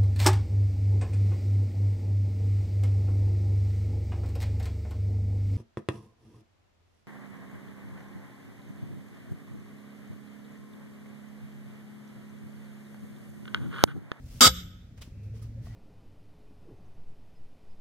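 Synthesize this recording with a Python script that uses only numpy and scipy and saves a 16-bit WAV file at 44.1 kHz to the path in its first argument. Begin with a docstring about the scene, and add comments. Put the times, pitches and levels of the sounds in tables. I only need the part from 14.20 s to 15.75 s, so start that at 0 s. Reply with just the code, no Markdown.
"""A seized wheel nut cracks loose under a cross wrench, close by, on a paved street.
For 70 ms it sticks and slips on its seat: each slip strikes the modes of wrench and steel rim, and
friction sustains them as a screech. The seat squeals, the wheel groans at the slip rate, the socket
and the air in the tyre ring on, and the street echoes. Then gloves scuff and knock on the wrench,
with faint squeaks, over a low rumble and hum."""
import sys
import numpy as np
from scipy import signal
from scipy.fft import rfft, irfft, next_fast_len
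from scipy.io import wavfile
from scipy.ndimage import map_coordinates

SR = 44100
rng = np.random.default_rng(int(sys.argv[2]) if len(sys.argv) > 2 else 0)


def persist_wave(psi):
    """Save psi, clipped to +-1, as 16-bit WAV."""
    counts = np.round(np.clip(psi, -1, 1) * 32767).astype(np.int16)
    wavfile.write(sys.argv[1], SR, np.atleast_2d(counts).T)


N = 68355
t = np.arange(N) / SR
BREAK_S = .2075  # the nut lets go
LEFT_LEADS = np.array([[1], [-1]])


def amp(db):
    return 10 ** (np.asarray(db) / 20)


def unit_rms(x):
    return x / np.sqrt(np.mean(x ** 2) + 1e-20)


def pan(left_over_right_db):
    """Constant-power law: left and right gains for a level difference."""
    return unit_rms(amp([[left_over_right_db / 2], [-left_over_right_db / 2]]))


def at_frequency(points, hz):
    """Interpolation of (frequency, value) points on a log axis."""
    frequencies, values = np.transpose(points)
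    return np.interp(np.log(hz + 1), np.log(frequencies + 1), values)


def curves(rows):
    """Linear interpolation in time of each column after the first."""
    times, *columns = np.transpose(rows)
    return [np.interp(t, times, column) for column in columns]


def phase_of(hz):
    """Phase is the time integral of frequency."""
    return 2 * np.pi * np.cumsum(hz) / SR


def gate_until(end_s, release_s=.01):
    """Opens as the nut lets go and decays exponentially after end_s."""
    return (t >= BREAK_S) * np.exp(-np.maximum(t - end_s, 0) / release_s)


def wobble(knots_per_s):
    """Smooth random modulation: a spline through Gaussian values."""
    return map_coordinates(rng.standard_normal(int(N * knots_per_s / SR) + 4), [t * knots_per_s])


def filtered(x, response):
    """Linear filtering: the spectrum times a frequency response."""
    size = next_fast_len(N + SR // 2)
    return irfft(rfft(x, size) * response(np.fft.rfftfreq(size, 1 / SR)), size)[..., :N]


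# Likeness of left and right: frequency_hz, correlation
STEREO_CORRELATION = [(100, 0.9847), (500, 0.75), (1200, 0.66), (3000, .05), (12000, -.1)]

def noise(spectrum, tilt_db_per_octave=0):
    """Partial coherence: stereo noise of rms 1, alike in the bass and unrelated in the treble."""
    def mid_side_gains(hz):
        angle = np.arccos(np.clip(at_frequency(STEREO_CORRELATION, hz), -1, 1)) / 2
        colour = amp(at_frequency(spectrum, hz) + tilt_db_per_octave * np.log2(hz + 1))
        return colour * [np.cos(angle), np.sin(angle)]
    mid, side = filtered(rng.standard_normal((2, N)), mid_side_gains)
    return unit_rms(np.array([mid + side, mid - side]))


# Spectra of the street's rumble and hiss: frequency_hz, relative_db
RUMBLE_SPECTRUM = [(15, -20), (30, -3.5), (70, 2.5), (125, -2), (165, -11), (230, -11), (330, -23.5),
                   (550, -30), (900, -43), (1500, -79.5)]
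HISS_SPECTRUM = [(200, -8.5), (400, -7), (550, 0), (750, -6.5), (1000, -10), (2000, -6), (3000, -13),
                 (5500, -13), (9000, -22.5), (13000, -21.5), (16000, -29)]
# Swell of the rumble: time_s, gain_db
RUMBLE_SWELL = [(0, 0), (.45, 2), (.6, -4.5), (.78, -3), (.95, -2), (1.55, 0.5)]

def ambience(rumble_db=-44.5, hiss_db=-69):
    """Broadband ambient noise: street rumble and faint hiss under slow amplitude modulation."""
    rumble = amp(rumble_db + curves(RUMBLE_SWELL)[0] + .84 * wobble(9.9)) * noise(RUMBLE_SPECTRUM)
    hiss = amp(hiss_db + .91 * wobble(5)) * noise(HISS_SPECTRUM)
    return rumble + hiss


# Glove strokes: peak_s, level_db, rise_s, fall_s, tilt_db_per_octave
SCUFFS = [(.19, -57, 0.14, 0.07, 1), (.782, -56.5, 0.0087, 0.014, -3.5), (.819, -49, 0.00688, 0.02124, -1),
          (.87, -64, 0.0295, .05, -2.5), (1.04, -69.5, 0.0134, 0.0402, 0.5),
          (1.165, -62.5, .025, 0.0653, -1.89), (1.228, -60.5, 0.0099, 0.039, -1),
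          (1.47, -61, 0.0386, 0.0464, -0.97), (1.54, -56.5, 0.046, 0.056, -5)]
# Spectrum of glove on steel: frequency_hz, relative_db
SCUFF_SPECTRUM = [(240, -19.5), (450, -6), (900, -5.5), (1600, -7), (3100, -4), (4000, -6.5), (5200, -3),
                  (7000, -7.5), (10000, -10), (16000, -12.5)]

def glove_scuffs():
    """Sliding friction: each stroke of a glove along the steel is a swell of noise."""
    out = np.zeros((2, N))
    for peak_s, level_db, rise_s, fall_s, tilt in SCUFFS:
        envelope = np.exp(-np.where(t < peak_s, ((peak_s - t) / rise_s) ** 2, (t - peak_s) / fall_s))
        out += amp(level_db + 1.2 * wobble(440)) * envelope * noise(SCUFF_SPECTRUM, tilt)
    return out


# The nut's turn: time_s, friction_db, slip_rate_hz
NUT_TURN = [(0.206, 0.5, 250), (.222, 1, 246), (.236, -0.5, 245.9), (.25, 0.5, 200), (.262, -1, 140),
            (0.276, -1.5, 110), (.284, -17, 63), (.295, -21, 64)]

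def stick_slip():
    """Relaxation oscillation of the nut: the friction force and the running count of slips."""
    friction_db, slip_rate_hz = curves(NUT_TURN)
    force = amp(friction_db) * gate_until(NUT_TURN[-1][0])
    cycles = np.cumsum(slip_rate_hz * (t >= BREAK_S)) / SR
    return force, cycles


def slip_blows(force, cycles, grit_per_s=2600, grit_db=-2.5, jitter_s=.00015):
    """Impulsive excitation: one blow for each slip, with crushed rust between them."""
    onsets = np.flatnonzero(np.diff(np.ceil(cycles))) + 2
    blows = rng.standard_normal(N) * (rng.random(N) < grit_per_s / SR) * amp(grit_db)
    delays = np.abs(rng.standard_normal(N)[:len(onsets)]) * jitter_s * SR
    blows[np.minimum(onsets + delays.astype(int), N - 1)] += 1
    blows[onsets[0]] += 1.2  # the first slip is the hardest
    return blows * force


# Modes of the steel rim and the wrench: pitch_hz, bandwidth_hz, relative_db, left_over_right_db
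RIM_MODES = [(519.35, 12, -37, 0.5), (1458.8, 70, -30, -1.5), (1600, 54, -34.5, 6), (2164.3, 73, -31, 6.5),
             (3032, 80, -31, -4.5), (3183, 30, -28.5, -3), (3482.5, 23, -25.5, -6), (3687.6, 25, -23.5, -2),
             (3878.5, 24, -25, -9.5)]
WRENCH_MODES = [(4670, 85, -20.5, -6), (4980, 60, -29, 2.5), (5177, 35, -26.5, -2), (5501, 35, -26, 6),
                (6272, 70, -25.5, -2.5), (6450, 53, -29, -2), (7341, 70, -24, 0), (7428, 50, -31, 3.5),
                (7643, 70, -27, -8.5), (8010, 66, -32.5, 3.5), (8950, 53, -38, 0), (9600, 80, -36.5, -6),
                (11200, 72, -36, -4.5), (12065, 78, -35.5, 1.5)]

def screech(force, cycles, gain_db=-.5, sustain_db=-3, waver_hz=18, flutter_db=3.5):
    """Modal resonance: the slips strike rim and wrench, and friction keeps each mode singing."""
    def unit_energy(z):
        return z / np.linalg.norm(z.real)
    size = next_fast_len(N)
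    hz = np.fft.rfftfreq(size, 1 / SR)
    drive = rfft(slip_blows(force, cycles), size)
    tilt_db_per_octave = -75 * np.clip(t - BREAK_S, 0, .07)  # darkens as the nut slows
    out = np.zeros((2, N))
    for k, (pitch_hz, width_hz, level_db, pan_db) in enumerate(RIM_MODES + WRENCH_MODES):
        resonance = 1j * hz * width_hz / (pitch_hz ** 2 - hz ** 2 + 1j * hz * width_hz)
        struck = np.fft.ifft(drive * resonance, size)[:N] * (t >= BREAK_S)
        phase = 2 * np.pi * rng.random() + phase_of(pitch_hz + waver_hz * wobble(120))
        sustained = force * amp(flutter_db * wobble(150)) * np.exp(1j * phase)
        darkening = amp(tilt_db_per_octave * np.log2(pitch_hz / 4188))
        ring = unit_energy((unit_energy(struck) + amp(sustain_db) * unit_energy(sustained)) * darkening)
        lead_rad = (-1) ** k * .7 * min(pitch_hz / 2200, 1)  # early on one side, late on the other
        out += amp(level_db + gain_db) * pan(pan_db) * (ring * np.exp(1j * lead_rad * LEFT_LEADS)).real
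    return np.linalg.norm(force) * out


# Dense resonances of the steel: frequency_hz, relative_db
RASP_SPECTRUM = [(100, -12), (300, -5.5), (520, -8.5), (900, -4.5), (1300, -2.5), (1850, -7), (2500, -9),
                 (3500, -1), (4150, -8), (4700, 2), (5900, -5.5), (7400, -1), (8600, -13), (10400, -23.5),
                 (11800, -9), (13000, -18), (16000, -16.5)]

def rasp(force, cycles, level_db=-16, drop_db=5):
    """Modal overlap: dense steel resonances merge into noise that drops within each slip."""
    return force * amp(level_db - drop_db * (cycles % 1 - .5)) * noise(RASP_SPECTRUM)


# Note of the nut's seat: time_s, pitch_hz, level_db
SEAT_NOTE = [(0.208, 1420, -25.5), (0.213, 1310, -23.5), (0.22, 1242, -18.5), (.231, 1240, -16.5),
             (.239, 1227, -26.5), (.248, 1285, -15), (.258, 1296, -15.5), (0.264, 1280, -27.5),
             (.277, 1281, -22), (.3, 1283, -44.5)]

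def seat_squeal(pan_db=9, lead_rad=.37):
    """Friction-induced oscillation: the nut's seat sings one wavering note."""
    pitch_hz, level_db = curves(SEAT_NOTE)
    phase = phase_of(pitch_hz * (1 + .012 * wobble(300)))
    note = np.sqrt(2) * np.sin(phase + lead_rad * LEFT_LEADS)
    return pan(pan_db) * amp(level_db + wobble(250)) * note * gate_until(SEAT_NOTE[-1][0])


def socket_ring(pitch_hz=13360, level_db=-45, decay_from_s=.275, t60_s=.48):
    """Free decay: a very high mode of the socket builds up during the turn and rings on."""
    swell = np.clip((t - BREAK_S) / .035, 0, 1)
    decay = amp(level_db - 60 * np.maximum(t - decay_from_s, 0) / t60_s)
    return np.sqrt(2) * swell * decay * np.sin(phase_of(pitch_hz + 14 * wobble(70)))


# Envelope of the wheel's groan: time_s, level_db
GROAN_ENVELOPE = [(0.203, -39.5), (0.218, -27), (0.24, -28.5), (0.249, -38), (0.267, -26.5), (.29, -30),
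                  (.33, -39), (.36, -77.5)]

def wheel_groan(cycles):
    """Forced vibration: wheel and tyre shake once per slip, dropping to a thump as the nut slows."""
    phase = 2 * np.pi * cycles
    shake = np.sin(phase) + amp(-6) * np.sin(2 * phase)
    envelope = amp(curves(GROAN_ENVELOPE)[0]) * gate_until(GROAN_ENVELOPE[-1][0])
    return pan(2.1) * np.sqrt(2) * envelope * shake


def tyre_cavity(pitch_hz=177.8, level_db=-39.5, peak_s=.34, t60_s=.884):
    """Cavity resonance: the air in the tyre swells into a tone after the jolt and dies away."""
    swell = np.clip((t - BREAK_S) / (peak_s - BREAK_S), 0, 1)
    decay = amp(level_db - 60 * np.maximum(t - peak_s, 0) / t60_s)
    return swell * decay * np.sin(phase_of(pitch_hz + 4 * wobble(30)))


# Reverberation time of the street: frequency_hz, t60_s
STREET_DECAY = [(100, 0.65), (400, .4), (800, .4), (1400, 0.9), (3500, .75), (7000, .65), (11000, .45),
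                (16000, .3)]
# Colour of the distant reflections: frequency_hz, gain_db
STREET_COLOUR = [(60, -4), (170, 4.5), (300, -8.5), (400, -12.5), (520, -5), (900, -14), (1400, -2.5),
                 (2000, 0), (2500, -1.5), (3400, 3), (4600, -9.5), (5600, -3), (7500, -5.5), (10000, -8),
                 (16000, -16)]

def street_echo(source):
    """Reverberation by convolution: close reflections, a late echo from a wall and a diffuse tail."""
    def unit_energy(response):
        return response / np.linalg.norm(response[0])

    def reflections(delay_s, t60_s):
        envelope = (t > delay_s) * amp(-60 * np.abs(t - delay_s) / t60_s)
        return unit_energy(rng.standard_normal((2, N)) * envelope)
    band_hz, frame_s, spectra = signal.stft(rng.standard_normal((2, N)), SR, nperseg=256)
    decay = amp(-60 * frame_s / at_frequency(STREET_DECAY, band_hz)[:, None])
    tail = signal.istft(spectra * decay, SR, nperseg=256)[1][:, :N]
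    far = amp(-25.5) * unit_energy(tail) + amp(-29.5) * reflections(delay_s=.125, t60_s=.14)
    near = amp(-14) * reflections(delay_s=.001, t60_s=.1)  # car body and paving
    response = near + filtered(far, lambda hz: amp(at_frequency(STREET_COLOUR, hz)))
    bass = filtered(response, lambda hz: 1 / (1 + (hz / 500) ** 4))
    response = response - bass + bass[0]  # both sides share one bass
    return signal.fftconvolve(source, response, axes=1)[:, :N]


# Knocks of hand and wrench: start_s, level_db, pitch_hz, t60_s
KNOCKS = [(.813, -40.5, 68, 0.0915), (.876, -40, 238, 0.0346), (.921, -33, 105, 0.042),
          (1.14, -51, 448.5, 0.17), (1.469, -43.5, 680, 0.028), (1.469, -44.5, 1127, 0.0167),
          (1.222, -59, 1238, 0.106)]

def knocks(attack_s=.001):
    """Damped oscillation: each soft knock of hand and wrench is a decaying sinusoid."""
    out = np.zeros(N)
    for start_s, level_db, pitch_hz, t60_s in KNOCKS:
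        age = np.maximum(t - start_s, 0)
        envelope = amp(level_db - 60 * age / t60_s) * (1 - np.exp(-age / attack_s))
        out += envelope * np.sin(2 * np.pi * pitch_hz * age)
    return out


# Squeaks and scrapes: peak_s, half_length_s, pitch_hz, glide_hz_per_s, level_db, bandwidth_ratio
SQUEAKS = [(.828, 0.01507, 3096, -10000, -56, 0.589), (0.982, 0.04, 578.6, -0.5, -65, 0.0709),
           (1.03, 0.131, 2517, 2, -75.5, 0.206), (1.059, 0.034, 454, 1.5, -63, 0.062),
           (1.229, 0.0075, 10580, -0.5, -63, .3), (1.376, 0.016, 532.9, 0.5, -62, 0.0607),
           (1.512, 0.069, 1949, 1501, -68, 0.1154)]

def squeaks():
    """Narrowband friction noise: faint, rough squeaks and scrapes as the wrench is turned further."""
    out = np.zeros(N)
    for peak_s, half_length_s, pitch_hz, glide_hz_per_s, level_db, bandwidth_ratio in SQUEAKS:
        phase = phase_of(pitch_hz + glide_hz_per_s * (t - peak_s))
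        width_hz = bandwidth_ratio * pitch_hz
        band = unit_rms(wobble(width_hz) * np.sin(phase) + wobble(width_hz) * np.cos(phase))
        out += amp(level_db) * np.exp(-((t - peak_s) / half_length_s) ** 2) * band
    return out


# Course of the low hum: time_s, pitch_hz, level_db
HUM_COURSE = [(.9, 95.6, -60), (1.0, 100, -41), (1.075, 104, -38.5), (1.18, 109.4, -41.5),
              (1.26, 113.5, -38.5), (1.315, 108.4, -47.5), (1.355, 114.6, -39.5), (1.46, 117.1, -44.5),
              (1.55, 104.4, -41.5)]
# Its partials: harmonic_number, relative_db
HUM_HARMONICS = [(1, -0.5), (2, -23), (4, -34), (5, -35)]

def hum():
    """A harmonic series on a wavering fundamental: a low hum that comes up at about 1 s."""
    pitch_hz, level_db = curves(HUM_COURSE)
    phase = phase_of(pitch_hz * (1 + .02 * wobble(40)))
    return np.sqrt(2) * sum(amp(level_db + relative_db + .81 * wobble(30)) * np.sin(number * phase)
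                            for number, relative_db in HUM_HARMONICS)


def scene():
    """Superposition of all the sources; only the crack of the nut excites the street's echo."""
    force, cycles = stick_slip()
    crack = screech(force, cycles) + rasp(force, cycles)
    crack += seat_squeal() + socket_ring() + wheel_groan(cycles)
    ringing = street_echo(crack) + tyre_cavity()
    handling = glove_scuffs() + knocks() + squeaks()
    return crack + ringing + handling + hum() + ambience()


def record(dry):
    """Soft saturation rounds the loudest peaks; a steep low-pass limits the band to 16 kHz."""
    rounded = dry / (1 + np.abs(dry) ** 6) ** (1 / 6)
    return filtered(rounded, lambda hz: 1 / (1 + (hz / 16000) ** 120))


dry = scene()
out = record(dry)
persist_wave(out)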